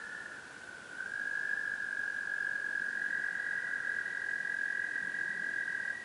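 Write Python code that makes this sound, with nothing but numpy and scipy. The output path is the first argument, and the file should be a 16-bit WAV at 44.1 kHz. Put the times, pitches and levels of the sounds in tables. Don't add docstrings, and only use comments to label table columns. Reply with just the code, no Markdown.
import sys
import numpy as np
from scipy import signal
from scipy.fft import rfft, irfft
from scipy.io import wavfile
from scipy.ndimage import uniform_filter1d

SR = 44100
rng = np.random.default_rng(int(sys.argv[2]) if len(sys.argv) > 2 else 0)


def pcm_store(signal):
    levels = np.round(np.clip(np.atleast_2d(signal), -1, 1) * 32767)
    wavfile.write(sys.argv[1], SR, levels.astype(np.int16).T)


def level_to_linear(level):
    exponent = np.asarray(level, float) / 20
    return 10 ** exponent


N = 266540
TIME = np.arange(-SR // 2, N) / SR

# pitch_hz, width_hz, level_db
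DRONE_RESONANCES = [(174.6, 19, 1.5), (221, 29, -1), (304, 74, -5.5), (380, 80, -9)]
# full_s, hold_until_s, rise_s, fall_s, level_db
DRONE_SWELLS = [
    (2.7, 3.177, .3, 0.26, -64),
    (5.018, 5.49, 0.193, 0.42, -59),
]
# frequency_hz, density_db (per Hz)
AIR_SPECTRUM = [(15, -49), (25, -27.5), (60, -11), (183, -2.5), (500, -3), (1200, -6.5), (2200, -10.5),
                (3300, -13), (5300, -16.5), (8000, -18), (10800, -21)]
PACE = {"near": (.96, .756, 42.619, 9.808, 1.382), "high": (2.7, .122, 41.775, 5.785, 1.295),
        "early": (0, .48, 34.5, 3.3, .25), "low": (-.5, 0, 42, 15, 2.5), "middle": (0, .71, 40, 15.9, 8),
        "faint": (.3, 0, 45.45, 0, 1), "rival": (0, -.11, 54.375, 0, 1)}
SAC_GLIDE = {"high": (2.7, 1815, 1906, 0.2), "early": (0.5, 1756, 1727, .5), "low": (0, 1435, 1440, .5),
             "middle": (0, 1530, 1511, 0.03), "faint": (0.27, 1767, 1880, .8),
             "rival": (0.21, 1705, 1620, 0.23)}
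CALL = {"near": (.975, 5.95, -36.6, 3.5, .25), "high": (2.7, 6.1, -44.9, 18, .22),
        "early": (-.5, .38, -49, 0, 1), "low": (-.5, 4.19, -54.5, 5, .2),
        "middle": (-.5, 4.19, -48.5, 11, .6), "faint": (.4, 1.2, -57, 0, 1),
        "rival": (-.5, 1.05, -61, 0, 1)}
CALL_SWELLS = {"near": [(.99, 0.013, 1.5), (1.07, 0.055, -3), (1.5, 0.2, 2), (2.1, 0.29, -0.5),
               (2.75, 0.098, 1.5), (3.05, 0.058, -0.5), (4.15, 0.17, -1.5), (4.7, 0.19, 0.5), (5.12, 0.087, -1),
               (5.5, 0.33, 0), (3.2, 0.087, 1.5), (2.45, 0.088, 1.5)], "high": [(3.5, 0.4, 0.5), (4.1, 0.13, 2),
               (4.47, 0.122, 1), (4.61, 0.034, -9), (4.95, .2, 1.5), (5.7, 0.17, 2.5)],
               "early": [(.05, .06, -3.5), (.16, 0.13, 3), (.36, 0.083, -5)], "low": [(.03, 0.17, 3),
               (.6, 0.16, -10.5), (3.1, 0.5, -6), (3.65, 0.23, 2.5), (4.15, .1, -2)], "middle": [(.52, 0.16, 2),
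               (.66, 0.012, -14), (.74, 0.098, 3), (2.9, 0.35, 1), (3.6, .3, 2), (4.15, 0.079, -3)],
               "faint": [(.75, 0.29, -5.5), (1.3, .1, -3)], "rival": [(.12, 0.28, 14), (.97, 0.071, 9)]}
# time_s, pitch_hz
NEAR_PITCH = [
    (.97, 1540),
    (1.05, 1580),
    (1.15, 1629),
    (1.559, 1667),
    (1.901, 1640),
    (2.6, 1652),
    (2.8, 1638),
    (5.4, 1633),
    (5.94, 1621),
]
# time_s, ahead_pulses (negative: behind)
NEAR_AHEAD = [
    (.96, -.12),
    (1.65, .19),
    (2.35, -.2),
    (3.3, 0),
    (3.8, .17),
    (4.5, -.08),
    (5.4, .07),
    (5.75, -.1),
    (5.94, -.85),
]


def coloured(gain):
    hz = np.arange(N // 2 + 1) * SR / N + 1
    return irfft(rfft(rng.standard_normal(N)) * gain(hz), N)


def level(x, db):
    return x * level_to_linear(db) / np.sqrt(np.mean(x ** 2))


def air():
    hz, db = np.transpose(AIR_SPECTRUM)
    return level(coloured(lambda f: level_to_linear(np.interp(np.log(f), np.log(hz), db))), -53.5)


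def drone():
    def resonances(f):
        return sum(level_to_linear(db) / (1 + (2 * (f - hz) / width) ** 2) for hz, width, db in DRONE_RESONANCES)

    t = TIME[-N:]
    swells = 0
    for full, hold, rise, fall, db in DRONE_SWELLS:
        away = np.maximum(0, np.maximum((full - t) / rise, (t - hold) / fall))
        swells = swells + level_to_linear(db - 16 * away)
    return level(coloured(resonances), 0) * swells


def pond(wet_db, t60_s, bank_ms, bank_db):
    t = np.arange(SR // 2) / SR
    trunks = rng.standard_normal(len(t)) * (rng.random(len(t)) < .2)
    echoes = trunks * (t > .009) * np.exp(-np.log(1000) * t / t60_s)
    echoes *= level_to_linear(wet_db) / np.sqrt(np.sum(echoes ** 2))
    echoes[0] = 1
    echoes[int(bank_ms * SR / 1000)] += level_to_linear(bank_db)
    return echoes / np.sqrt(np.sum(echoes ** 2))


def settle(start_s, time_s):
    return np.exp(-np.maximum(TIME - start_s, 0) / time_s)


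def pace(name):
    start, sung, rate, extra, settling = PACE[name]
    return sung + rate * (TIME - start) + extra * settling * (1 - settle(start, settling))


def sac(name):
    start, first_hz, rest_hz, glide = SAC_GLIDE[name]
    return rest_hz + (first_hz - rest_hz) * settle(start, glide)


def heard(name):
    start, end, db, shy_db, warming = CALL[name]
    changes = sum(change_db * np.exp(-((TIME - s) / width) ** 2) for s, width, change_db in CALL_SWELLS[name])
    return np.where((TIME > start) & (TIME < end), db - shy_db * settle(start, warming) + changes, -200)


def trill(sung, hz, db, burst_ms, rise, sag_hz, scatter_db, second_db, third_db, wet_db, t60_s,
          bank_ms=12, bank_db=-20, count=999):
    index = np.round(sung).astype(int)
    chance = rng.standard_normal((np.ptp(index) + 1, 3))[index - index[0]].T
    rate = uniform_filter1d(np.gradient(sung) * SR, size=4000)
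    share = (rate + 1) * burst_ms / 1000
    place = (sung - index) / share + .39 + 0.03 * chance[0]
    opening = np.clip(place / rise, 0, 1)
    closing = np.clip((1 - place) / .55, 0, 1)
    gate = (np.sin(np.pi / 2 * opening) * np.sin(np.pi / 2 * closing)) ** 2 * (index <= count)
    burst_hz = hz - sag_hz * (1 - closing) ** 2
    phase = 2 * np.pi * np.cumsum(burst_hz) / SR + 10 * chance[1]
    tone = np.sin(phase) + level_to_linear(second_db) * np.sin(2 * phase) + level_to_linear(third_db) * np.sin(3 * phase)
    effort = uniform_filter1d(level_to_linear(db), size=300)
    voice = gate * tone * effort * level_to_linear(scatter_db * chance[2]) / np.sqrt(share / 4)
    return signal.fftconvolve(voice, pond(wet_db, t60_s, bank_ms, bank_db))[:len(TIME)][-N:]


def caller(name, **voice):
    return trill(pace(name), sac(name), heard(name), **voice)


def far_callers():
    low = caller("low", burst_ms=14.2, rise=.26, sag_hz=40, scatter_db=2.6,
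                 second_db=-46, third_db=-49, wet_db=2.3, t60_s=.64)
    middle = caller("middle", burst_ms=14.6, rise=.45, sag_hz=40, scatter_db=1.0,
                    second_db=-45, third_db=-45, wet_db=-1.5, t60_s=.6)
    faint = caller("faint", burst_ms=16.5, rise=.79, sag_hz=40.4, scatter_db=1.0,
                   second_db=-49, third_db=-48, wet_db=5.2, t60_s=.33)
    return low + middle + faint


def finishing_pair():
    voice = dict(burst_ms=12.5, rise=.4, sag_hz=40, scatter_db=1.2, second_db=-45, third_db=-45)
    early = caller("early", wet_db=-4.5, t60_s=.4, **voice)
    rival = caller("rival", wet_db=-1.6, t60_s=.45, **voice)
    return early + rival


def high_caller():
    return caller("high", burst_ms=17, rise=.36, sag_hz=-60, scatter_db=1.4, second_db=-29, third_db=-51,
                  wet_db=-4, t60_s=.45, bank_ms=17.5, bank_db=-6)


def near_caller():
    sung = pace("near") + np.interp(TIME, *np.transpose(NEAR_AHEAD))
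    hz = np.interp(TIME, *np.transpose(NEAR_PITCH))
    return trill(sung, hz, heard("near"), burst_ms=14.6, rise=.33, sag_hz=105, scatter_db=1.0,
                 second_db=-44, third_db=-37.3, wet_db=-7.5, t60_s=.85, bank_ms=11, bank_db=-18, count=224)


def scene():
    chorus = far_callers() + finishing_pair() + high_caller() + near_caller()
    return (air() + drone() + chorus)[None, :]


def band_limit(x):
    return signal.sosfilt(signal.butter(12, 11020, fs=SR, output="sos"), x)


def record(dry):
    top_cut = signal.ellip(10, .2, 70, 10950, fs=SR, output="sos")
    mix = signal.sosfilt(top_cut, dry)
    return band_limit(mix)


dry = scene()
out = record(dry)
pcm_store(out)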